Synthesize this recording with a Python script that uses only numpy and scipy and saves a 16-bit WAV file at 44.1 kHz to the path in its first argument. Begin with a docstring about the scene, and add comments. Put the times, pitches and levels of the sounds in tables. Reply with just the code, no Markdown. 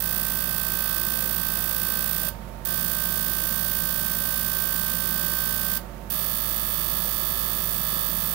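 """A hard, bright buzz: two fuel injectors firing about 57 times a second, in three runs, in a glass chamber.
Each needle clicks open, bounces and snaps shut around a puff of spray, while the bench (fuel rail,
glass and steel bodies) sings at multiples of the firing rate. Underneath, the fuel pump hums and
the machine rushes throughout. The right microphone port faces the bench; the left one is shaded."""
import sys
import numpy as np
from scipy import signal
from scipy.fft import rfft, irfft
from scipy.io import wavfile
from scipy.ndimage import uniform_filter1d

SR = 44100
rng = np.random.default_rng(int(sys.argv[2]) if len(sys.argv) > 2 else 0)


def master_out(mix):
    """Clip the mix to full scale and print it as 16-bit PCM to the path in sys.argv[1]."""
    frames = np.transpose(np.atleast_2d(mix))
    ceiling = np.clip(frames, -1, 1)
    pcm = np.round(ceiling * 32767).astype(np.int16)
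    wavfile.write(sys.argv[1], SR, pcm)


N = 367794
T = np.arange(N) / SR

# tone colour of the pump and fan noise: f/Hz, relative level/dB
RUSH_EQ = [(25, -31), (45, -18), (80, -4), (205, 1), (280, -12), (335, -6), (390, -8), (425, -17),
           (510, -6), (690, -7), (830, -16), (1200, -14), (2500, -24), (5000, -31), (8500, -34),
           (10700, -31), (15500, -28.5)]
# how alike that noise is in the two ports: f/Hz, likeness/0-1
RUSH_LIKENESS = [(60, .95), (130, 0.93), (290, 1), (640, 0.2), (1400, 0.16), (3100, .04)]
# that noise at the left port against the right: f/Hz, level/dB
RUSH_LEFT_EQ = [(60, 0), (110, -13.5), (200, -11.5), (700, -11.5), (1290, -10.5), (4400, -19), (15000, -18)]
# pump tones: multiple of the shaft speed, level/dB, left against right/dB
PUMP_TONES = [(1, -37, -14), (2, -52.5, -2.5), (18, -49, -22.5)]
# runs of the injectors: start/s, stop/s, firing rate/Hz, delay of the second injector/s
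FIRING_RUNS = [(.0022, 2.29, 57.455, .0024), (2.6503, 5.774, 57.456, .003), (6.1007, 8.34, 56.648, .00472)]
# modes of fuel rail, glass chamber and steel bodies: f/Hz, width/Hz, relative level/dB, left phase/rad
RAIL_MODES = [(174.76, 13, -39.5, 0), (231.1, 5.2, -46, 0), (597, 51, -47.5, .3), (833, 165, -57.5, 0)]
GLASS_MODES = [(1085, 70, -44, -2.9), (1206, 90, -45.6, .2), (1304, 35, -45.2, -1.9),
               (1553, 15, -39.9, -.1), (1690, 50, -51, -.8), (1830, 120, -52, -1.6), (2528, 20, -52.5, 2.2),
               (2995, 45, -51, 0), (3320, 70, -48.5, 2.3), (3512, 10, -47, 1.5), (3640, 110, -49, 1.4),
               (4422, 41, -47.5, -.3), (4688, 64, -46.5, 2), (4940, 25, -51, 0), (5290, 15, -47.5, -2)]
STEEL_MODES = [(6425, 55, -49, 1), (9180, 60, -41.5, 2.1), (9710, 15, -49, -1), (10628, 16, -47, 3),
               (11372, 45, -39.8, -2), (12225, 110, -45.5, 1), (14010, 70, -41, -1), (14307, 15, -42, 2),
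               (14590, 150, -41, -2), (15220, 38, -39, 1)]
# how hard each run drives the modes: gain/dB
RUN_DRIVE_DB = [-0.6, 0.1, .3]
# tone colour of the spray: f/Hz, relative level/dB
SPRAY_EQ = [(300, -20), (1200, -7), (2300, -8), (3500, -4.5), (5000, -7), (7000, -8), (9500, -8),
            (11500, -3), (13000, 0), (15000, 0)]
# needle impacts in one firing, opening first: t/s, relative level/dB of first and of second injector
NEEDLE_IMPACTS = [(0, -6, -8), (.00055, -5, -6), (.00105, -7, -9), (.0018, -8, -10), (.0044, -1, 0),
                  (.0047, -7, -2)]
# how hard the needles hit in each run: gain/dB
RUN_FORCE_DB = [-3, -2.5, -3]
# what an impact rings in (steel body, glass chamber, room): t60/s, relative level/dB
RING_SPACES = [(.004, 0), (.03, -1), (.15, -6)]
# tone colour of the clicks: f/Hz, relative level/dB
CLICK_EQ = [(250, -32), (600, -19.5), (1200, -22.5), (1700, -16), (2300, -20.5), (3400, -16), (5500, -18),
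            (6800, -20), (8200, -17), (9300, -11.5), (10900, -17.5), (11500, -9.5), (13300, -10.5),
            (14600, -2.5), (15700, -8.5)]
# narrow bands that the chamber holds back: f/Hz, half-width/Hz, gain/dB
CHAMBER_NOTCHES = [(1430, 60, -6), (2400, 35, -8), (4210, 35, -12), (4570, 25, -6), (5450, 30, -8),
                   (6660, 50, -8), (10850, 110, -4)]
# shading of clicks, spray and bench at the left port: f/Hz, gain/dB
BENCH_LEFT_EQ = [(170, -18.5), (700, -15), (1090, -9), (1250, -12), (1550, -4.5), (2400, -13.5),
                 (4400, -15.5), (8000, -26), (11000, -10.5), (15000, -27)]

OPEN_S = .0044  # how long a needle stays lifted
RING_SIZE, CYCLE_SIZE = 8192, 32768  # samples in an impact's tail, points in a one-firing wavetable


def amp(db):
    """Decibels to amplitude."""
    return 10 ** (np.asarray(db) / 20)


def unit_rms(x):
    """Scales each channel to rms 1."""
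    return x / np.sqrt(np.mean(x ** 2, axis=-1, keepdims=True) + 1e-20)


def curve(points, hz):
    """Joins (f/Hz, value) points on a log-frequency axis."""
    f, value = np.transpose(points)
    return np.interp(np.log(hz + 1), np.log(f + 1), value)


def equalise(x, eq, notches=()):
    """Minimum-phase EQ from a (f/Hz, level/dB) curve and narrow notches."""
    hz = abs(np.fft.fftfreq(4096, 1 / SR))
    db = curve(eq, hz) + sum(depth / (1 + ((hz - f) / width) ** 2) for f, width, depth in notches)
    response = np.exp(np.conj(signal.hilbert(np.log(amp(db)))))
    taps = np.fft.ifft(response).real[:2048]
    return signal.oaconvolve(x, taps.reshape((1,) * (x.ndim - 1) + (-1,)), axes=-1)[..., :N]


def drift(hz):
    """Slow random wander of rms 1, rolled off above the given rate."""
    f = np.fft.rfftfreq(N // 100, 100 / SR)
    slow = unit_rms(irfft(rfft(rng.standard_normal(N // 100)) / (1 + (f / hz) ** 2)))
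    return np.interp(T, np.linspace(0, T[-1], len(slow)), slow)


def machine_rush(right_db=-37):
    """The bed: steady noise of pump and fan, alike in both ports only in the bass."""
    right, other = rfft(rng.standard_normal((2, N)))
    hz = np.fft.rfftfreq(N, 1 / SR)
    alike = np.clip(curve(RUSH_LIKENESS, hz), 0, 1)
    left = (alike * right + np.sqrt(1 - alike ** 2) * other) * amp(curve(RUSH_LEFT_EQ, hz))
    rush = irfft(np.array([left, right]) * amp(curve(RUSH_EQ, hz)), N)
    return amp(right_db) * rush / np.std(rush[1])


def fuel_pump(shaft_hz=50.25, relief_hz=.4, follow_s=.15, waver_hz=.14):
    """Shaft hum and commutator whine; the pump runs a little faster while the injectors relieve it."""
    spraying = sum((T > start) & (T < stop) for start, stop, _, _ in FIRING_RUNS)
    lag = np.exp(-1 / (follow_s * SR))
    relief = signal.lfilter([1 - lag], [1, -lag], spraying)
    turns = np.cumsum(shaft_hz + relief_hz * relief + waver_hz * drift(3.01)) / SR
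    out = np.zeros((2, N))
    for order, db, left_db in PUMP_TONES:
        tone = np.sqrt(2) * np.sin(2 * np.pi * (order * turns + rng.random()))
        waver_db = .6 if order == 1 else .5
        out += amp([[left_db], [0]]) * amp(db + waver_db * drift(2.3)) * tone
    return out


def resonance(modes, settle_s, run, clicks):
    """Harmonics of the firing rate that meet a mode swell during a run and ring out after it."""
    start, stop, rate, delay = run
    hz = rate * np.arange(CYCLE_SIZE // 2 + 1)
    centre, width, db, left_rad = np.transpose(modes)
    polarity = (-1) ** np.arange(len(modes))
    swing = polarity * amp(db) / (1 + 2j * (hz[:, None] - centre) / width) ** 2
    left, right = (swing * np.exp(1j * left_rad)).sum(1), swing.sum(1)
    live = slice(round(start * SR), round((stop + .2) * SR))
    t = T[live]
    cycles = (t - start - delay - OPEN_S) * rate  # 0 as the second needle shuts
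    place = (cycles * CYCLE_SIZE).astype(int) % CYCLE_SIZE
    drive = rfft(np.bincount(place, clicks[1, live], CYCLE_SIZE))
    # the high harmonics swing a quarter cycle off the clicks that drive them
    slip = (np.angle(drive * np.conj(right)) % np.pi - np.pi / 2) * np.minimum(hz / 2500, 1) ** 2
    wavetable = irfft(np.array([left, right]) * np.exp(1j * slip)) * CYCLE_SIZE / np.sqrt(2)
    swell = 1 - np.exp(-np.maximum(t - start, 0) / settle_s)
    release = np.exp(-np.maximum(t - stop, 0) / settle_s)
    out = np.zeros((2, N))
    out[:, live] = swell * release * wavetable[:, place]
    return out


def bench_song(clicks, waver_db=.87):
    """Driven by the needles, the rail throbs, the glass sings and the steel whistles."""
    out = np.zeros((2, N))
    for modes, trim_db, settle_s in [(RAIL_MODES, -.1, .023), (GLASS_MODES, -.3, .024),
                                     (STEEL_MODES, -1.8, .009)]:
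        song = sum(amp(drive_db) * resonance(modes, settle_s, run, clicks)
                   for run, drive_db in zip(FIRING_RUNS, RUN_DRIVE_DB))
        out += amp(trim_db + waver_db * drift(1.9)) * song
    return out


def firings(run, injector):
    """Times in seconds at which injector 0 or 1 is switched on."""
    start, stop, rate, delay = run
    return np.arange(start, stop, 1 / rate) + injector * delay


def fuel_spray(level_db=-33, clear_s=.014):
    """Fuel hisses while a needle is lifted; the mist gives each puff a short tail."""
    on = np.concatenate([firings(run, injector) for run in FIRING_RUNS for injector in range(2)])
    opens = np.histogram(on * SR, N, (0, N))[0]
    shuts = np.histogram((on + OPEN_S) * SR, N, (0, N))[0]
    lifted = np.cumsum(opens - shuts)
    mist = signal.lfilter([1], [1, -np.exp(-1 / (clear_s * SR))], lifted)
    hiss = np.sqrt(mist) * rng.standard_normal((2, N))
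    return amp(level_db) * unit_rms(equalise(hiss, SPRAY_EQ, CHAMBER_NOTCHES))


def pulses(times, sizes):
    """Band-limited ticks, placed more finely than one sample."""
    at = np.floor(times * SR).astype(int)[:, None] + np.arange(-8, 9)
    offset = at - times[:, None] * SR
    shape = np.sinc(offset) * np.cos(np.pi * offset / 18) ** 2
    return np.bincount(np.clip(at, 0, N).ravel(), (sizes[:, None] * shape).ravel(), N + 1)[:N]


def tail(t60):
    """A dying burst of dense modes for each port, even in spectrum."""
    fade = amp(-60 * np.arange(RING_SIZE) / SR / t60)
    x = rng.standard_normal((2, RING_SIZE)) * fade
    for _ in range(3):
        x = irfft(np.exp(1j * np.angle(rfft(x))))  # all modes equally strong
        power = uniform_filter1d(x ** 2, int(SR * t60 / 10) + 2, axis=1)
        x = x * fade / np.sqrt(power + 1e-12)  # smooth decay
    return unit_rms(x)


def impact_ring():
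    """One impact: the bright steel body, stronger on the right, then the glass chamber, then the room."""
    steel, glass, room = (amp(db) * tail(t60) for t60, db in RING_SPACES)
    steel = equalise(steel, [(2500, -9), (8000, -4.5), (13000, 0)])[:, :RING_SIZE]
    return steel * amp([[-6], [0]]) + glass + room


def needle_clicks(level_db=-22, uneven_db=.6):
    """Needles open, bounce and shut microseconds off the beat: clean low harmonics, a frayed top."""
    out = np.zeros((2, N))
    for injector in range(2):
        runs = [firings(run, injector) for run in FIRING_RUNS]
        on = np.concatenate(runs)
        force_db = np.repeat(RUN_FORCE_DB, [len(run) for run in runs])
        for after_s, *levels_db in NEEDLE_IMPACTS:
            # the spring closes less exactly than the coil opens
            jitter_s, wander_s = (10e-6, 4e-6) if after_s >= OPEN_S else (5e-6, 2e-6)
            timing, strength = rng.standard_normal((len(on), 2)).T
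            times = on + after_s + jitter_s * timing + wander_s * np.interp(on, T, drift(2.4))
            blows = pulses(times, amp(force_db + levels_db[injector] + uneven_db * strength))
            out += signal.oaconvolve(blows[None], impact_ring(), axes=1)[:, :N]
    return amp(level_db) * unit_rms(equalise(out, CLICK_EQ, CHAMBER_NOTCHES))


def scene():
    """The injectors, shaded at the left port, over the bed of the running machine."""
    clicks = needle_clicks()
    left, right = clicks + fuel_spray() + bench_song(clicks)
    return np.array([equalise(left, BENCH_LEFT_EQ), right]) + fuel_pump() + machine_rush()


def record(dry):
    """A steep low-pass takes off the very top."""
    cutoff_hz = 15790
    taps = signal.firwin(1023, cutoff_hz, window=("kaiser", 8), fs=SR)
    return signal.oaconvolve(dry, taps[None], "same", axes=1)


dry = scene()
out = record(dry)
master_out(out)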